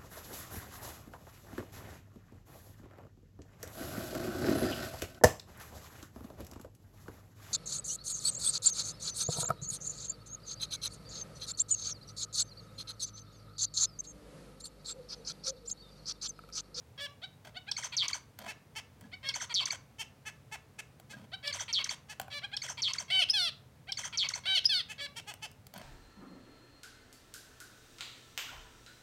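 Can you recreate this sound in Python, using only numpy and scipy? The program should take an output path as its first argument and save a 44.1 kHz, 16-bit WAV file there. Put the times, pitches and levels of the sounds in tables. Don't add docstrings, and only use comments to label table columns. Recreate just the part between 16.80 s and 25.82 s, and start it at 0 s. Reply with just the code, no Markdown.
import sys
import numpy as np
from scipy import signal
from scipy.fft import rfft, irfft
from scipy.io import wavfile
from scipy.ndimage import uniform_filter1d

SR = 44100
rng = np.random.default_rng(int(sys.argv[2]) if len(sys.argv) > 2 else 0)


def dump_mix(stems):
    frames = np.atleast_2d(stems).T
    limited = np.clip(frames, -1, 1)
    pcm = np.round(limited * 32767).astype(np.int16)
    wavfile.write(sys.argv[1], SR, pcm)


N = 397782

NASAL_CALL = dict(length_s=0.051, from_hz=412, hz=447.8, glide_s=0.01815, sag=0.35, db=-1.96, attack_s=0.017, start_db=-13.5, release_s=.029, end_db=-6.5, rough=0.11, edge_rough=0.27)
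LEAD_IN = dict(length_s=0.039, from_hz=610, hz=790.3, glide_s=.016, sag=0.14, db=-2.5, attack_s=0.024, start_db=-14, release_s=0.017, end_db=-19, rough=0.035)
STACK = dict(length_s=.098, from_hz=560, hz=579, glide_s=.036, sag=.14, db=.5, attack_s=.05, start_db=-11, release_s=.022, end_db=-13, rough=.03, edge_rough=.2)
OVERLAP = dict(length_s=.036, from_hz=670, hz=590, glide_s=.025, db=-7.5, attack_s=.008, start_db=-10, release_s=.015, end_db=-10, rough=.2)
THIN_SQUEAK = dict(length_s=0.039, from_hz=1400, hz=1635, glide_s=.005, db=-2, attack_s=0.0075, start_db=-27, release_s=0.025, end_db=-28, rough=.05)
FLICK = dict(length_s=0.011, from_hz=5900, hz=2840, glide_s=.007, db=-22, attack_s=0.0023, start_db=-17, release_s=0.016, end_db=-15.5, rough=0.14, edge_rough=0.16)
PEEP = dict(length_s=0.0081, from_hz=2157, hz=2272, glide_s=.002, db=-34.5, attack_s=0.0047, start_db=-25, release_s=0.0051, end_db=-11, rough=.05)
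HOOK = dict(length_s=.058, from_hz=2330, hz=615, glide_s=.02, sag=.26, db=-41, attack_s=0.023, start_db=-16.5, release_s=.05, end_db=-11.5, rough=.14, edge_rough=.12)
SWEEP = dict(length_s=.058, from_hz=2300, hz=633, glide_s=.021, sag=0.38, db=-40.5, attack_s=0.01, start_db=-9.5, release_s=.048, end_db=-7.5, rough=0.11, edge_rough=0.16)
GLINT = dict(length_s=0.013, from_hz=6450, hz=5630, glide_s=0.0076, db=-34.5, attack_s=.003, start_db=-19.5, release_s=.014, end_db=-18, rough=0.15)
BUZZ = dict(length_s=.039, from_hz=690, hz=480, glide_s=.006, sag=.11, db=-40, attack_s=0.013, start_db=-4.5, release_s=0.0163, end_db=-5.5, rough=0.25)
TRILL = dict(length_s=.067, from_hz=6650, hz=4290, glide_s=.0135, sag=.25, db=-28.7, attack_s=0.033, start_db=-2.5, release_s=.048, end_db=-7.5, rough=0.024, edge_rough=0.057)
RASP = dict(length_s=.046, from_hz=720, hz=575.5, glide_s=.008, sag=.13, db=-34, attack_s=0.0161, start_db=-9, release_s=.02, end_db=-8.5, rough=0.29)
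CHIP = dict(length_s=0.0089, from_hz=6800, hz=2805, glide_s=.0055, db=-21, attack_s=0.0018, start_db=-20, release_s=0.011, end_db=-27.5, rough=0.059)
SLIDE = dict(length_s=.027, from_hz=2400, hz=1098, glide_s=.013, sag=.33, db=-41.5, attack_s=0.0081, start_db=-5, release_s=0.0087, end_db=-4, rough=0.17)
LONG_CALL = dict(length_s=.092, from_hz=690, hz=782.3, glide_s=0.0113, sag=0.0087, db=-31, attack_s=0.06, start_db=-4, release_s=.004, end_db=-5, rough=.012, edge_rough=0.15)
CRACK = dict(length_s=.05, from_hz=775, hz=759, glide_s=0.0092, sag=.35, db=-26.5, attack_s=0.014, start_db=-5, release_s=.044, end_db=-8.5, rough=.03, edge_rough=0.15)
GASP = dict(length_s=.016, from_hz=500, hz=670, glide_s=.009, db=-36.5, attack_s=.005, start_db=-4, release_s=.008, end_db=-8, rough=.5)
WHISTLE = dict(length_s=0.015, from_hz=5040, hz=5107, glide_s=0.0019, sag=-0.21, db=-15.5, attack_s=.002, start_db=-5.5, release_s=0.0076, end_db=-16, rough=0.0101, edge_rough=0.056)
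DOWN_SLUR = dict(length_s=.148, from_hz=890, hz=716, glide_s=.051, sag=.19, db=-31, attack_s=.007, start_db=-6, release_s=.055, end_db=-6, rough=.02, edge_rough=.14)
PEEP_HIGH = dict(length_s=.011, from_hz=4300, hz=4637, glide_s=0.0057, db=-33, attack_s=0.0035, start_db=-16, release_s=0.0055, end_db=-21)
HOOK_HIGH = dict(length_s=0.056, from_hz=6100, hz=6330, glide_s=0.027, db=-38, attack_s=0.014, start_db=-38.5, release_s=0.049, end_db=-35)
SWEEP_HIGH = dict(length_s=0.055, from_hz=5900, hz=7670, glide_s=0.073, db=-36, attack_s=0.029, start_db=-14, release_s=0.038, end_db=-26)

# [frequency_hz, level_db]
GRATING = [(560, -41.5), (1100, 7), (1650, -14.5), (2200, 3.5), (2800, 5), (3400, -2.5), (4400, 2.5),
           (5400, -13.5), (8000, -23.5), (15000, -55)]
TIGHT = [(700, -18), (1400, -14), (2150, -10.5), (2900, 6), (3500, -4.5), (4100, 1.5), (4700, -10),
         (5700, -10), (7600, -26.5), (9300, -19), (15500, -42.5)]
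NASAL = [(430, -6.5), (880, -3), (1300, -6), (1750, -0.5), (2250, -4.5), (2650, 0.5), (3100, -4.5),
         (4000, -8.5), (5000, -8), (6200, -6.5), (7500, -11.5), (10000, -17), (15500, -27.5)]
SOFT = [(700, -8.5), (1500, -4.5), (2300, -0.5), (3100, -3), (3900, 2), (4700, -8), (6000, -23.5),
        (9000, -28), (15000, -59)]
FLAT = [(550, -13), (1150, -6), (1750, -7), (2300, -2), (2900, -6), (3500, -6.5), (4050, -5.5), (4700, -14),
        (5300, -12.5), (6300, -24.5), (9000, -29), (15000, -39.5)]
LOUD = [(750, -16.5), (1500, -12), (2300, -3), (3100, -2.5), (3850, -1), (4600, -9.5), (5400, -20),
        (7000, -29.5), (9000, -22.5), (11000, -40), (15500, -41)]
BRIGHT = [(800, -20), (1500, -6), (2200, -7.5), (2800, 1.5), (3500, 5.5), (4400, -0.5), (5300, -5.5),
          (7000, -23), (9700, -19.5), (12000, -30.5), (15500, -34.5)]
GAPING = [(500, -1), (1100, 8), (2200, 5.5), (3200, 7.5), (4400, -0.5), (5200, 1), (6200, 6), (7000, 4),
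          (8200, 3.5), (11000, -11.5), (16000, -16.5)]
HOARSE = [(550, -34.5), (1100, 0), (1650, -12.5), (2250, 2), (3300, -2.5), (4500, -5), (5500, -21),
          (8000, -21.5), (15000, -50)]

# [start_s, level_db added to the gesture, pitch_factor, length_factor, beak_hz]
NASAL_CALLS = [(1.672, -40, 1, 1.02, 2700), (1.951, -39.5, 1.01, 0.98, 2600),
               (3.183, -39, 1.03, 0.97, 2730), (3.451, -41, 1, 1, 2530), (3.713, -40, 1.01, 0.96, 2740),
               (3.983, -40.5, 0.99, 0.52, 2500), (4.293, -48.5, 0.98, .9, 2160),
               (5.285, -43.5, 0.99, 1.03, 2730), (8.085, -41.5, 1, 1.01, 2900),
               (8.356, -41.5, 1.06, 0.97, 2940), (8.465, -42.5, 0.97, 1.14, 2700),
               (8.615, -41, 1, 1.02, 2600)]
LEAD_INS = [(0.416, -37, 1, 1.17, 3820), (0.745, -38.5, 0.98, 1.24, 2920), (0.866, -38, 1.085, 1.08, 2500),
            (2.316, -40.5, 0.99, 1.06, 2960), (4.517, -35.5, 1.016, 1.12, 3840),
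            (5.617, -36, 1.06, 1.28, 3180), (5.715, -36, 1.09, 1.16, 2550), (7.07, -39, 1.04, 1.17, 2700)]
STACKS = [(0.177, -40.5, 0.99, 0.96, 3500), (2.429, -41.5, 0.95, 0.94, 2280), (4.628, -39, 1, 0.91, 3000),
          (5.502, -40.5, 1.008, 0.98, 3940), (8.18, -39, 0.99, 0.92, 4000)]
THIN_SQUEAKS = [(2.235, -60.5, 1.03, 1, 1590), (4.33, -48, 1, 0.79, 1600)]
LONG_CALLS = [(6.281, 0.98, 0.97, 1.02, 3050), (7.636, 0.3, 0.98, .98, 3780)]
WHISTLES = [(6.498, -4.5, 1, 1.02, 4880), (7.854, -2.9, 0.99, 0.884, 5100)]
DOWN_SLURS = [(6.534, -0.18, 0.97, 1.11, 4020), (7.891, -0.76, 1, 0.85, 4300)]
MOTIFS = [(0.913, -2.5, 0.99, 0.96, 4450), (2.4872, -2, 0.98, 0.98, 4440), (4.6738, -3, 0.96, 0.99, 3700),
          (5.7656, -4, 0.96, 1, 5450), (7.1194, -3, 0.97, 0.97, 5260)]
# [after_s into the motif, peep gain_db]
HOOKS = [(.051, -2), (.416, 2)]
GLINTS_S = [.069, .131, .433]

# [start_s, level_db, tick_db against the knock]
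KNOCKS = [(0.652, -54, 1), (1.589, -41.5, 6.5), (2.211, -54, 6), (4.199, -48.5, 3), (5.3982, -24.5, -5),
          (5.415, -43.5, 9), (5.481, -35.5, -18), (8.539, -52, 13.5), (8.715, -58.5, 10), (8.868, -52, 9),
          (8.939, -43, 3.5), (8.978, -48, 8)]
# [frequency_hz, level_db, t60_s]
PERCH = [(656, -4.5, 0.012), (765, -3, 0.034), (1115, -5.5, 0.023), (1480, 4.5, 0.0092),
         (2440, -12.5, 0.021), (4200, -35, 0.0061)]
# [start_s, length_s, feather_db, air_db of the pushed air]
RUFFLES = [(0.638, 0.064, -54, -65), (1.573, 0.147, -52.5, -62), (2.201, 0.086, -64.5, -59),
           (4.29, 0.19, -60, -58.5), (5.405, 0.049, -60, -63.5), (8.923, 0.17, -53.5, -57)]
# [frequency_hz, level_db]
FEATHERS = [(300, -9), (700, 5.5), (1500, -0.5), (3000, -5.5), (6000, -11.5), (11000, -22.5), (16000, -22)]
# [frequency_hz, level_db]
PUSHED_AIR = [(80, -20), (150, -7), (205, 1.5), (280, -9), (600, -44), (2000, -52)]

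# [frequency_hz, level_db per Hz]
QUIET = [(15, -58.5), (25, -41), (53, -6), (134, 2), (175, -7), (236, -8.5), (384, -18.5), (439, -12),
         (476, -14.5), (591, -15.5), (641, -18), (2350, -27), (2690, -29), (2910, -29), (16000, -39)]
# [frequency_hz, t60_s]
ROOM_DECAY = [(300, 0.63), (1500, 0.33), (3500, 0.3), (7000, 0.24), (15000, 0.089)]
# [delay_s, share]
BOUNCES = [(.0009, 0.15), (.0017, -0.25), (.0031, .12), (.0052, .1), (.0078, -.08)]

QUIET_DB = -59
HUM_HZ, HUM_DB = 98, -70.5
EDGE_HZ = 16150


def amp(db):
    return 10 ** (np.asarray(db) / 20)


def unit(x):
    return x / np.sqrt(np.mean(x ** 2) + 1e-20)


def read(points, hz):
    f, value = np.transpose(points)
    return np.interp(np.log(hz + 1), np.log(f + 1), value)


def add(mix, start_s, sound):
    part = mix[max(round(start_s * SR), 0):][:len(sound)]
    part += sound[:len(part)]


def noise(spectrum, count):
    gain = amp(read(spectrum, np.fft.rfftfreq(count, 1 / SR)))
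    return unit(irfft(rfft(rng.standard_normal(count)) * gain, count))


def wander(count, size):
    return unit(uniform_filter1d(rng.standard_normal(count), size))


def background():
    hum = np.sqrt(2) * np.sin(2 * np.pi * HUM_HZ * np.arange(N) / SR)
    return amp(QUIET_DB) * noise(QUIET, N) + amp(HUM_DB) * hum


def room(x, wet_db=-14, gap_s=0.011, bars_db=-6.5, bars_s=0.002):
    hz, t, z = signal.stft(rng.standard_normal(SR // 2), SR, nperseg=256)
    decay = amp(-60 * t / read(ROOM_DECAY, hz)[:, None])
    tail = signal.istft(z * decay, SR, nperseg=256)[1]
    tail *= np.clip(np.arange(len(tail)) / SR / gap_s, 0, 1)
    echo = amp(wet_db) * tail / np.linalg.norm(tail)
    scatter = rng.standard_normal(SR // 20) * np.exp(-np.arange(SR // 20) / SR / bars_s)
    add(echo, .0006, amp(bars_db) * scatter / np.linalg.norm(scatter))
    for delay_s, share in BOUNCES:
        add(echo, delay_s, np.array([share]))
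    return x + signal.fftconvolve(x, echo)[:N]


def hops(tick_s=0.0014):
    out, t = np.zeros(N), np.arange(SR // 8) / SR
    ring = sum(amp(db - 60 * t / t60_s) * np.sin(2 * np.pi * hz * t) for hz, db, t60_s in PERCH)
    ring *= 1 - np.exp(-t / 0.0021)
    tick_spectrum = [(400, -3.5), (1200, 2), (4500, -0.5), (9000, -2.5), (16000, -1.5)]  # (Hz, dB)
    for start_s, level_db, tick_db in KNOCKS:
        tick = noise(tick_spectrum, len(t)) * np.exp(-t / tick_s)
        add(out, start_s, amp(level_db) * (ring + amp(tick_db) * tick))
    return out


def ruffles():
    out = np.zeros(N)
    for start_s, length_s, feather_db, air_db in RUFFLES:
        count = int(length_s * SR)
        clumps = unit(amp(4.9 * wander(count, size=200)))
        rustle = amp(feather_db) * clumps * noise(FEATHERS, count)
        puff = amp(air_db) * noise(PUSHED_AIR, count)
        add(out, start_s, (rustle + puff) * signal.windows.tukey(count, .5))
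    return out


def follow(t, length_s, from_hz, hz, glide_s, db, attack_s, start_db, release_s, end_db,
           sag=0, rough=0, edge_rough=.25):
    opening = np.cos(np.pi / 2 * np.minimum(t / attack_s, 1)) ** 2
    closing = np.clip(1 - (length_s - t) / release_s, 0, 1) ** 2
    pitch_hz = (hz + (from_hz - hz) * np.exp(-(t / glide_s) ** 2)) * (1 - sag * closing)
    level_db = db + start_db * opening + end_db * closing
    return pitch_hz, level_db, rough + edge_rough * np.maximum(opening, closing)


def tract(throat, beak_hz, beak_db, beak_width_hz=450, ripple_db=2.5, size=4096):
    hz = np.fft.rfftfreq(size, 1 / SR)
    beak = beak_db / (1 + ((hz - beak_hz) / beak_width_hz) ** 2)
    db = read(throat, hz) + beak - 30 / (1 + (hz / 280) ** 4)
    db += ripple_db * uniform_filter1d(wander(len(hz), size=40), size=20)
    log_gain = np.log(amp(np.r_[db, db[-2:0:-1]]))
    return hz, np.exp(np.conj(signal.hilbert(log_gain)))[:len(hz)]


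def syllable(gesture, throat, db, pitch, length, beak_hz, tilt_db=0, flutter=0, top=None, dull=0,
             shimmer_db=6.0, flutter_hz=192, flutter_db=6, jitter=.06, coupling=0.66, tremor=0.0039, beak_db=4):
    t = np.arange(0, gesture["length_s"] * length, 1 / SR)
    hz, level_db, rough = follow(t / length, **gesture)
    rough, wobble = np.clip(rough, 0, 1), wander(len(t), size=50)
    bend = -np.cos(2 * np.pi * np.cumsum(flutter_hz * (1 + 0.037 * wobble)) / SR - 1.8)
    unsteady = jitter * rough * wobble + tremor * wander(len(t), size=700)
    hz = hz * pitch * (1 + unsteady + flutter * bend)
    level_db = level_db - flutter_db * bend * (flutter > 0)
    grid, response = tract(throat, beak_hz, beak_db)
    k = np.arange(1, int(EDGE_HZ / hz.min()) + 1)[:, None]
    tilt = amp(tilt_db * np.log2(k) * hz / 10 ** 3)
    partials = np.interp(k * hz, grid, response) * tilt * (k * hz < EDGE_HZ)
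    partials /= np.sqrt((abs(partials) ** 2).sum(0) / 2)
    turns = np.cumsum(hz) / SR
    tone = (partials * np.exp(2j * np.pi * k * turns)).real.sum(0)
    puffs = (0.3 + np.exp(-(turns % 1) / 0.46)) * rng.standard_normal(len(t))
    hiss = unit(signal.fftconvolve(puffs, irfft(response))[:len(t)])
    sound = amp(level_db) * (np.sqrt(1 - rough ** 2) * tone + rough * hiss)
    mellow = signal.lfilter(*signal.butter(1, 2500, fs=SR), sound)
    sound = mellow + (sound - mellow) * amp(dull * (level_db - level_db.max()))
    sound *= amp(shimmer_db * rough * wander(len(t), size=130))
    if top:
        top_hz, top_db, _ = follow(t / length, **top)
        line = np.sin(2 * np.pi * np.cumsum(top_hz * (1 + 0.037 * wander(len(t), size=40))) / SR)
        sound += amp(top_db) * unit(line * np.exp(coupling * np.cos(2 * np.pi * turns)))
    edges = np.clip(np.minimum(t, t[-1] - t) / 0.00065, 0, 1)
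    return amp(db) * sound * edges


def calls():
    out = np.zeros(N)
    for start_s, *manner in NASAL_CALLS:
        add(out, start_s, syllable(NASAL_CALL, NASAL, *manner, tilt_db=0.5, dull=0.66, shimmer_db=8.5))
    for start_s, *manner in LEAD_INS:
        add(out, start_s, syllable(LEAD_IN, SOFT, *manner, dull=1.0))
    for start_s, *manner in STACKS:
        add(out, start_s, syllable(STACK, FLAT, *manner, tilt_db=1.5, dull=0.39))
        add(out, start_s + 0.0073, syllable(OVERLAP, SOFT, *manner))
    for start_s, *manner in THIN_SQUEAKS:
        add(out, start_s, syllable(THIN_SQUEAK, SOFT, *manner, tilt_db=-16))
    return out


def motifs():
    out = np.zeros(N)
    for start_s, *manner in MOTIFS:
        add(out, start_s, syllable(FLICK, GAPING, *manner, tilt_db=-4.5))
        for after_s, gain_db in HOOKS:
            peep = syllable(PEEP, GAPING, *manner, tilt_db=-9, top=PEEP_HIGH)
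            add(out, start_s + after_s, amp(gain_db) * peep)
            hook = syllable(HOOK, GAPING, *manner, tilt_db=-2.5, shimmer_db=19, top=HOOK_HIGH)
            add(out, start_s + after_s, hook)
        sweep = syllable(SWEEP, GAPING, *manner, tilt_db=-2.5, shimmer_db=11.5, top=SWEEP_HIGH)
        add(out, start_s + 0.11, sweep)
        for after_s in GLINTS_S:
            add(out, start_s + after_s, syllable(GLINT, GAPING, *manner, tilt_db=-1))
        add(out, start_s + 0.207, syllable(BUZZ, HOARSE, *manner, dull=0.38))
        add(out, start_s + .254, syllable(TRILL, HOARSE, *manner, tilt_db=-2.5, flutter=0.11))
        add(out, start_s + .309, syllable(RASP, GRATING, *manner, tilt_db=2.5))
        add(out, start_s + .368, syllable(CHIP, GAPING, *manner, tilt_db=-2.0))
        add(out, start_s + .376, syllable(SLIDE, GAPING, *manner, tilt_db=-2.5))
    return out


def flourish():
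    out = np.zeros(N)
    for start_s, level_db, *manner in LONG_CALLS:
        add(out, start_s, syllable(STACK, FLAT, level_db - 44.5, *manner))
        add(out, start_s + 0.02, syllable(LONG_CALL, LOUD, level_db, *manner, tilt_db=0.5))
        add(out, start_s + 0.11, syllable(CRACK, TIGHT, level_db, *manner))
    for start_s, *manner in WHISTLES:
        add(out, start_s - .012, syllable(GASP, BRIGHT, *manner))
        add(out, start_s, syllable(WHISTLE, BRIGHT, *manner, tilt_db=-1.5))
    for start_s, *manner in DOWN_SLURS:
        add(out, start_s, syllable(DOWN_SLUR, BRIGHT, *manner, dull=0.95))
    return out


def scene():
    bird = calls() + motifs() + flourish() + hops() + ruffles()
    return (room(bird) + background())[None]


def record(dry, low_cut_hz=40):
    thin = signal.sosfilt(signal.butter(2, low_cut_hz, "high", fs=SR, output="sos"), dry)
    return signal.oaconvolve(thin, signal.firwin(511, EDGE_HZ, window=("kaiser", 9), fs=SR)[None], "same")


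dry = scene()
out = record(dry)
dump_mix(out)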